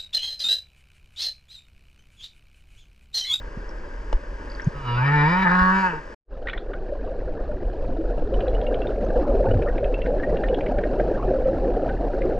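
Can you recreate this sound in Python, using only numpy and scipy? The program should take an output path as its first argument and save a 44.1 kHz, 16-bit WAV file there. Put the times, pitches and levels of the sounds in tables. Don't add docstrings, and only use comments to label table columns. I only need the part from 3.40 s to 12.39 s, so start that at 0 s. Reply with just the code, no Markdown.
import sys
import numpy as np
from scipy import signal
from scipy.fft import rfft, irfft, next_fast_len
from scipy.io import wavfile
from scipy.ndimage import uniform_filter1d

SR = 44100
rng = np.random.default_rng(int(sys.argv[2]) if len(sys.argv) > 2 else 0)


def transcribe(signal):
    frames = np.atleast_2d(signal).T
    limited = np.clip(frames, -1, 1)
    pcm = np.round(limited * 32767).astype(np.int16)
    wavfile.write(sys.argv[1], SR, pcm)


N = 396459
TIME = np.arange(N) / SR
CUT_S, RESUME_S = 2.752, 2.85


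def amp(db):
    return 10 ** (np.asarray(db) / 20)


def unit(x):
    return x / np.sqrt(np.mean(x ** 2) + 1e-20)


def curves(rows):
    s, *columns = np.transpose(rows)
    return [np.interp(TIME, s, c) for c in columns]


def colour(points, hz):
    f, db = np.transpose(points)
    return amp(np.interp(np.log(hz + 1), np.log(f + 1), db))


def tint(x, points):
    size = next_fast_len(N)
    hz = np.fft.rfftfreq(size, 1 / SR)
    skirts = np.minimum(1, hz / points[0][0]) ** 2 / np.maximum(1, hz / points[-1][0]) ** 6
    return irfft(rfft(x, size) * unit(colour(points, hz) * skirts), size)[..., :N]


def noise(points):
    return tint(rng.standard_normal(N), points)


def drift(rate_hz):
    hz = np.fft.rfftfreq(N, 1 / SR)
    return unit(irfft(rfft(rng.standard_normal(N)) * np.exp(-(hz / rate_hz) ** 2), N))


def add(mix, s, sound):
    part = mix[max(round(s * SR), 0):][:len(sound)]
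    part += sound[:len(part)]


def scatter(x, t60):
    t = np.arange(SR // 2) / SR
    tail = rng.standard_normal(len(t)) * amp(-60 * t / t60)
    return signal.oaconvolve(x, tail / np.linalg.norm(tail))[:N]


# (time [s], relative level [dB])
RUMBLE_ENVELOPE = [(0.0, -33.5), (0.65, -31), (2.7, -38.5), (3.0, -31), (4.4, -24.5), (5.17, -20.5),
                   (5.45, -27), (5.9, -19.5), (6.8, -24), (8.97, -25)]
HISS_ENVELOPE = [(.95, -42), (1.08, -39.5), (2.7, -41.5)]
# (frequency [Hz], relative density [dB])
RUMBLE_SPECTRUM = [(12, 0.5), (27, -4), (42, 2), (55, -12.5), (110, -24.5)]
HISS_SPECTRUM = [(100.0, -11), (300.0, -4), (580.0, -2.5), (700.0, -17), (940.0, -8), (1400.0, -16),
                 (1600.0, -6.5), (2100.0, -21), (3000.0, -26), (3900.0, -36.5), (4800.0, -27.5),
                 (7600.0, -40.5), (11500.0, -57.5)]
def sea(hiss_db=-1.0, rumble_db=-1.0):
    rumble = noise(RUMBLE_SPECTRUM)
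    rumble /= np.sqrt(uniform_filter1d(rumble ** 2, size=9000) + 1e-6)
    rumble *= amp(curves(RUMBLE_ENVELOPE)[0] + rumble_db)
    hiss = noise(HISS_SPECTRUM) * amp(curves(HISS_ENVELOPE)[0] + hiss_db)
    return rumble + hiss * (TIME < CUT_S)


# (centre time [s], envelope peak [dB], frequency [Hz], half width [s])
SOFT_BLOWS = [(0.175, -20, 131, 0.0022), (0.751, -8, 23.7, 0.013), (1.276, -9, 145, 0.006),
              (2.222, -12, 40.2, 0.0065)]
def bumps():
    out = np.zeros(N)
    t = np.arange(-SR // 12, SR // 12) / SR
    for s, db, hz, half_width in SOFT_BLOWS:
        add(out, s + t[0], -amp(db) * np.exp(-(t / half_width) ** 2) * np.sin(2 * np.pi * hz * t))
    return out


def bubble(hz, cycles, rise, onset):
    age = np.arange(int(6 * cycles / hz * SR) + 8) * hz / SR / cycles
    ring = np.sin(2 * np.pi * cycles * (age + rise * (age ** 2 / 2 - age))) * np.exp(-age)
    ring *= 1 - np.exp(-(age / onset) ** 2)
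    return ring / abs(ring).max()


# (time [s], relative level [dB], frequency [Hz])
TINY_BUBBLES = [(0.2916, -39, 5490), (1.1, -37, 4740), (1.1175, -35, 4720), (1.1496, -35, 4640),
                (1.219, -37, 5550), (1.2445, -37, 6440), (5.65, -46.5, 6200)]
def pips(gain_db=-3):
    out = np.zeros(N)
    for s, db, hz in TINY_BUBBLES:
        add(out, s, amp(db + gain_db) * bubble(hz, cycles=11, rise=.02, onset=.3))
    return out


# (time [s], relative level [dB])
HARD_BLOWS = [(0.728, -9.5)]
# (frequency [Hz], relative level [dB], 60 dB decay time before decay_scale [s])
HOUSING_MODES = [(374, -5.5, 0.24), (880, 10, 0.046), (2930, -4.5, 0.047), (5100, -16.5, 0.07)]
def tap(gain_db=-11.5, decay_scale=0.66, crack_gain=0.8, crack_s=0.0014):
    t = np.arange(SR // 8) / SR
    ring = sum(amp(db - 60 * t / (decay_scale * t60)) * np.sin(2 * np.pi * hz * t)
               for hz, db, t60 in HOUSING_MODES)
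    crack = noise([(250, 26.0), (1700, 11.5), (3500, -3), (8000, -13.0), (12000, -52)])[:len(t)]
    crack *= t / crack_s * np.exp(1 - t / crack_s)
    strike = ring / abs(ring).max() + crack_gain * crack
    out = np.zeros(N)
    for s, db in HARD_BLOWS:
        add(out, s, amp(db + gain_db) * strike)
    return out


# (frequency [Hz], relative density [dB])
TEAR_SPECTRUM = [(400, -11.5), (1500, 12), (3900, -4), (4700, -23.5), (11000, -50)]
def burst(hz, peak_s, octaves, skirt_db):
    age = np.arange(SR // 10) / SR / peak_s
    f = np.fft.rfftfreq(len(age), 1 / SR)
    band = colour(TEAR_SPECTRUM, f) * (amp(skirt_db) + np.exp(-(np.log2((f + 1) / hz) / octaves) ** 2))
    band_noise = irfft(rfft(rng.standard_normal(len(age))) * band, len(age))
    envelope = (age * np.exp(1 - age)) ** 2
    return unit(envelope * band_noise) * np.sqrt(np.mean(envelope ** 2))


# (time [s], relative level [dB], frequency [Hz], ring against pop [dB])
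SMALL_BUBBLES = [(1.196, -28.5, 1780, -6.5), (4.939, -38.5, 2970, 2), (5.005, -34, 2950, -7),
                 (5.08, -37, 3960, -4), (5.146, -41, 2900, 5), (5.213, -37.5, 3270, -6),
                 (5.265, -36.5, 2790, 6.5), (5.342, -34.5, 3030, -8), (5.416, -38, 2700, 4.5),
                 (5.469, -38, 3610, 1), (6.11, -39.5, 2930, 3.5), (6.22, -36, 2530, 0.5),
                 (6.379, -33.5, 2520, -7), (6.442, -34.5, 2560, -2), (6.54, -36, 2660, 10),
                 (6.616, -34, 2690, 1), (6.659, -30.5, 1806, -13), (6.795, -41, 1700, 14),
                 (6.831, -32.5, 1850, 8), (6.968, -33.5, 2740, -12), (7.034, -27.5, 1797, 1),
                 (7.084, -35, 2900, -0.5), (7.144, -31, 3220, -14), (7.206, -32.5, 2470, -7),
                 (7.262, -30.5, 2220, -10), (7.382, -30, 1760, -10), (7.434, -29, 1850, -5),
                 (7.597, -29, 1723, -17), (8.489, -30, 1513, 1), (8.817, -32, 2136, -10.5)]
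def pops(gain_db=-3.5, swell_cycles=9):
    out = np.zeros(N)
    for s, db, hz, ring_db in SMALL_BUBBLES:
        add(out, s - 2 / hz, amp(db + gain_db) * burst(hz, swell_cycles / hz, octaves=.38, skirt_db=-11))
        add(out, s, amp(db + gain_db + ring_db) * bubble(hz, cycles=17, rise=.012, onset=.6))
    return out


# (frequency [Hz], relative level [dB])
THROAT_SPECTRUM = [(360, -3.5), (540, -4.5), (760, -14), (945, 1.5), (1030, -2.5), (1350, -3), (1900, -3.5),
                   (2080, -20), (2300, -5), (2520, -17.5), (2900, -14.5), (3250, -30.5)]
THROAT_TOP_SPECTRUM = [(3700, -28.5), (4300, -38), (4850, -26), (5600, -42), (7600, -46.5), (8500, -64)]
# (time [s], frequency [Hz])
FOURTH_FORMANT = [(2.05, 3830), (2.3, 4380)]
def airways(on, pitch, phase, formants_hz, opens_s=1.61, shut_db=-9, split_s=2.285, split_width_s=0.16):
    t = TIME[on]
    first_hz, second_hz, third_hz = formants_hz
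    fourth_hz = curves(FOURTH_FORMANT)[0][on]
    # (centre [Hz], half width [Hz], boost [dB])
    formants = [(first_hz, 65, 11), (second_hz, 95, 10), (third_hz, 95, 11), (fourth_hz, 250, 9)]
    split = amp(-5) * np.exp(-((t - split_s) / split_width_s) ** 2)
    muffle_db = shut_db * np.clip(10 * (opens_s - t) + .5, 0, 1)
    brighten_db = 20.5 * (t - t.mean())
    knots_s = np.arange(0, N / SR, 1 / 20)
    body, edge, top = np.zeros((3, len(t)))
    for k in [*range(2, 56), *np.arange(4, 16) + .5]:
        hz = k * pitch
        past_body, in_top, airy = np.clip([(hz - 1950) / 250, (hz - 3100) / 300, (hz - 5000) / 1000],
                                          0, 1)
        boost_db = sum(db / (1 + ((hz - centre) / width) ** 2) for centre, width, db in formants)
        boost_db += muffle_db * np.clip((hz - second_hz) / 95, 0, 1) + brighten_db * airy
        swell, slip = (np.interp(t, knots_s, v) * np.minimum(hz / 2000, 1)
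                       for v in rng.standard_normal((2, len(knots_s))))
        partial = colour(THROAT_SPECTRUM + THROAT_TOP_SPECTRUM, hz) * amp(boost_db + 3 * swell)
        partial *= np.cos(k * phase + .5 * slip + 2 * np.pi * rng.random()) * (split if k % 1 else 1)
        body += partial * (1 - past_body)
        edge += partial * (past_body - in_top)
        top += partial * in_top
    return [band / np.sqrt(uniform_filter1d(band ** 2, size=3000) + 1e-12) for band in (body, edge, top)]


def open_water(x, near_db=-7, far_db=-10):
    paths = x + amp(near_db) * scatter(x, t60=.09) + amp(far_db) * scatter(x, t60=0.4)
    return paths / np.sqrt(1 + amp(near_db) ** 2 + amp(far_db) ** 2)


# (time [s], fundamental [Hz])
MOAN_PITCH = [(1.32, 146), (1.42, 137), (1.465, 121), (1.52, 119.5), (1.6, 125), (1.69, 144), (1.745, 150),
              (1.8, 145.5), (1.865, 153.6), (1.95, 184), (2.04, 193), (2.08, 175), (2.15, 183),
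              (2.275, 185), (2.36, 192.2), (2.415, 192), (2.465, 184), (2.56, 151)]
# (time [s], fundamental level [dB], overtone body level [dB])
MOAN_EFFORT = [(1.36, -37, -41.5), (1.42, -40.5, -43), (1.49, -26.5, -27), (1.62, -20.5, -27.5),
               (1.85, -19, -20.5), (1.96, -24, -22.5), (2.2, -21.5, -20.5), (2.37, -23.5, -20),
               (2.46, -31, -21.5), (2.6, -42, -41.5)]
# (time [s], first formant [Hz], second formant [Hz], third formant [Hz], roughness [0-1],
# buzzing edge against body [dB], faint top against body [dB])
MOAN_TIMBRE = [(1.54, 955, 1306, 2880, 0.04, -11.5, -22), (1.66, 902, 1795, 2234, 0.39, -7, -25),
               (1.86, 957, 1886, 2320, 0.12, -11.5, -25), (2.02, 948, 1770, 2350, 0.28, -9.5, -23),
               (2.07, 898, 1740, 2350, 0.73, -15.5, -28), (2.18, 1068, 1580, 2700, 0.27, -21.5, -25.5),
               (2.27, 1130, 1557, 2800, 0.041, -23.5, -31), (2.38, 944, 1640, 2530, 0.1, -16.5, -29.5),
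               (2.5, 940, 1560, 2640, 0.099, -15, -29.5)]
# (frequency [Hz], relative density [dB])
RASP_SPECTRUM = [(950, -9), (1750, -2.5), (2100, -15)]
def whale(steady_jitter=.004, rough_jitter=0.035, flutter=0.31, rasp_db=-4, rattle_db=8):
    on = (TIME > MOAN_PITCH[0][0]) & (TIME < MOAN_EFFORT[-1][0] + .03)
    pitch = uniform_filter1d(curves(MOAN_PITCH)[0][on], size=700)
    fundamental_db, body_db = (c[on] for c in curves(MOAN_EFFORT))
    *formants_hz, rough, edge_db, top_db = (c[on] for c in curves(MOAN_TIMBRE))
    jitter = (steady_jitter + rough_jitter * rough) * drift(90)[on]
    phase = 2 * np.pi * np.cumsum(pitch * (1 + jitter)) / SR
    body, edge, top = airways(on, pitch, phase, formants_hz)
    uneven = 1 + rough * flutter * drift(89)[on]
    body += amp(rasp_db) * rough * (1 + np.cos(phase)) * unit(noise(RASP_SPECTRUM))[on]
    top *= amp(top_db + rattle_db * np.sqrt(abs(rough)) * np.tanh(drift(65)[on]))
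    fade = signal.windows.tukey(len(pitch), .08)
    fundamental, overtones = np.zeros((2, N))
    overtones[on] = fade * uneven * amp(body_db) * (body + amp(edge_db) * edge + top)
    fundamental[on] = fade * amp(fundamental_db) * np.sqrt(2) * np.sin(phase)
    return fundamental + open_water(overtones)


# (time near the peak [s], peak level [dB], frequency [Hz])
LARGE_BUBBLES = [(2.541, -26, 459), (3.531, -19, 566), (4.099, -21.5, 588), (4.599, -19.5, 323),
                 (5.04, -16, 550), (5.088, -17.5, 507), (5.796, -15.5, 537), (5.901, -13.5, 558),
                 (6.06, -18, 536), (6.269, -13.5, 566), (6.996, -20, 339), (7.107, -14.5, 507),
                 (7.888, -18, 375.6), (7.944, -15, 524), (8.004, -20.5, 496), (8.065, -11.5, 546),
                 (8.088, -12.5, 530), (8.279, -21, 471), (8.864, -18, 352)]
def gulps():
    out = np.zeros(N)
    for s, db, hz in LARGE_BUBBLES:
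        add(out, s - 6 / hz, amp(db) * bubble(hz, cycles=7.4, rise=0.016, onset=0.4))
    return out


def cloud(low_hz, high_hz, spread_db, per_s=700, sizes=20):
    out = np.zeros(N)
    for hz in np.geomspace(low_hz, high_hz, sizes):
        when, strength, polarity = rng.random((1500, 3))[:int(per_s * N / SR / sizes)].T
        gain = amp(spread_db * np.minimum(-np.log(strength), 4)) * np.sign(polarity - .5)
        births = np.bincount((when * N).astype(int), gain, N)
        out += signal.oaconvolve(births, bubble(hz, cycles=5.5, rise=0.039, onset=0.45))[:N]
    return unit(out)


def clumps(x, depth_db, rate_hz=9):
    _, frame_s, spectra = signal.stft(x, SR, nperseg=1024, noverlap=768)
    frames = max(round(1 / (rate_hz * frame_s[1])), 1)
    swell = uniform_filter1d(rng.standard_normal(spectra.shape), size=4, axis=0)
    swell = unit(uniform_filter1d(swell, size=frames, axis=1))
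    return signal.istft(spectra * amp(depth_db * swell), SR, nperseg=1024, noverlap=768)[1][:N]


# (time [s], relative level [dB])
STIRRING = [(2.9, -36.5), (3.3, -31.5), (4.85, -25), (5.1, -22), (5.55, -19.5), (5.9, -19), (6.451, -22),
            (7.1, -19), (7.95, -19.5), (8.97, -21)]
# (frequency [Hz], relative density [dB])
GURGLE_SPECTRUM = [(120.0, 5), (180.0, -16.5), (270.0, -8), (440.0, -1), (530.0, 3.5), (660.0, -2.5),
                   (780.0, -6), (1000.0, -24.5)]
SPRAY_SPECTRUM = [(950.0, -9), (1100.0, -13), (1650.0, -6.5), (2100.0, -21), (2700.0, -18), (3500.0, -26),
                  (4000.0, -22.5), (5200.0, -27.5), (8500.0, -44)]
def churn(gurgle_db=-5.5, spray_db=-46, spray_follows=0.54, flicker_db=1.53):
    stir_db = curves(STIRRING)[0]
    fine_db = spray_db + spray_follows * (stir_db - stir_db.max())
    surge_db = flicker_db * drift(51)
    large = cloud(174, 1023, spread_db=1.2) + 1.33 * rng.standard_normal(N)
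    gurgle = clumps(unit(tint(large, GURGLE_SPECTRUM)), depth_db=2.0)
    fine = 0.58 * cloud(930, 7000, spread_db=3) + rng.standard_normal(N)
    spray = unit(tint(fine, SPRAY_SPECTRUM))
    return gurgle * amp(stir_db + gurgle_db + surge_db) + spray * amp(fine_db + surge_db)


# (time [s], relative level [dB], frequency [Hz])
AIR_SPLASHES = [(3.07, -21.5, 1930), (3.083, -23, 2270), (3.094, -27.5, 3280), (3.13, -24.5, 1860),
                (3.175, -29.5, 3500), (3.333, -29.5, 1460)]
def splashes(gain_db=-4.0):
    out = np.zeros(N)
    for s, db, hz in AIR_SPLASHES:
        add(out, s, amp(db + gain_db) * burst(hz, peak_s=0.0036, octaves=0.22, skirt_db=-6.0))
        add(out, s, amp(db + gain_db - 7) * bubble(hz, cycles=26, rise=.09, onset=.5))
    return out


# (start [s], end [s], greatest bubble level [dB], centre frequency [Hz])
BUBBLE_CROWDS = [(3.961, 4.064, -40, 1287), (5.757, 5.929, -33.5, 1004), (6.035, 6.083, -27.5, 1124),
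                 (6.259, 6.328, -28.5, 1420), (7.766, 7.843, -28.5, 1084)]
def flurries(per_s=120, octaves=0.87, spread_db=10):
    out = np.zeros(N)
    for start, end, db, centre_hz in BUBBLE_CROWDS:
        for when, pitch, weakness in rng.random((60, 3))[:round(per_s * (end - start))]:
            ring = bubble(centre_hz * 2 ** (octaves * (pitch - .5)), cycles=6.5, rise=.012, onset=.3)
            add(out, start + when * (end - start), amp(db - spread_db * weakness) * ring)
    return out


# (time [s], relative level [dB])
BURBLE_ENVELOPE = [(5.95, -81), (6.04, -36), (6.18, -20.5), (6.3, -65)]
# (frequency [Hz], relative density [dB])
BURBLE_SPECTRUM = [(110, 7.5), (170, -14), (250, -16.5)]
def burble(gain_db=2.0):
    return noise(BURBLE_SPECTRUM) * amp(curves(BURBLE_ENVELOPE)[0] + gain_db)


# (frequency [Hz], left minus right [dB], left phase lead [rad])
MICROPHONE_BALANCE = [(200, -4.5, -0.06), (500, 4.5, 0.06), (620, 10, 1), (700, 1, -1.5), (950, -1.5, -1),
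                      (1230, -8, -1.5), (1474, 2.5, 2), (1650, 5, 1.4), (2800, -0.5, 0.85)]
def microphones(x):
    size = next_fast_len(N)
    hz, balance_db, lead = np.transpose(MICROPHONE_BALANCE)
    bins = np.fft.rfftfreq(size, 1 / SR)
    gain = amp(np.interp(bins, hz, balance_db, left=0))
    ratio = gain * np.exp(1j * np.interp(bins, hz, lead, left=0))
    side = irfft(rfft(x, size) * (ratio - 1) / (ratio + 1), size)[:N] * (TIME < CUT_S)
    return np.array([x + side, x - side])


def scene(wet_db=-10):
    moan, ambience = whale(), sea()
    stirred = (churn() + burble()) * (TIME > RESUME_S)
    near = pops() + gulps() + splashes() + pips() + flurries()
    near += amp(wet_db) * scatter(near, t60=0.18)
    return microphones(moan + ambience + stirred + near + bumps() + tap())


# (time [s], gain [dB])
DROPOUT_GAIN = [(2.744, 0), (2.752, -65), (2.85, -60), (2.885, -20), (2.915, 0)]
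def record(dry, cutoff_hz=12000):
    cut = dry * amp(curves(DROPOUT_GAIN)[0])
    low_pass = signal.firwin(255, cutoff_hz, window=("kaiser", 9), fs=SR)
    return signal.oaconvolve(cut, low_pass[None], "same")


dry = scene()
out = record(dry)
transcribe(out)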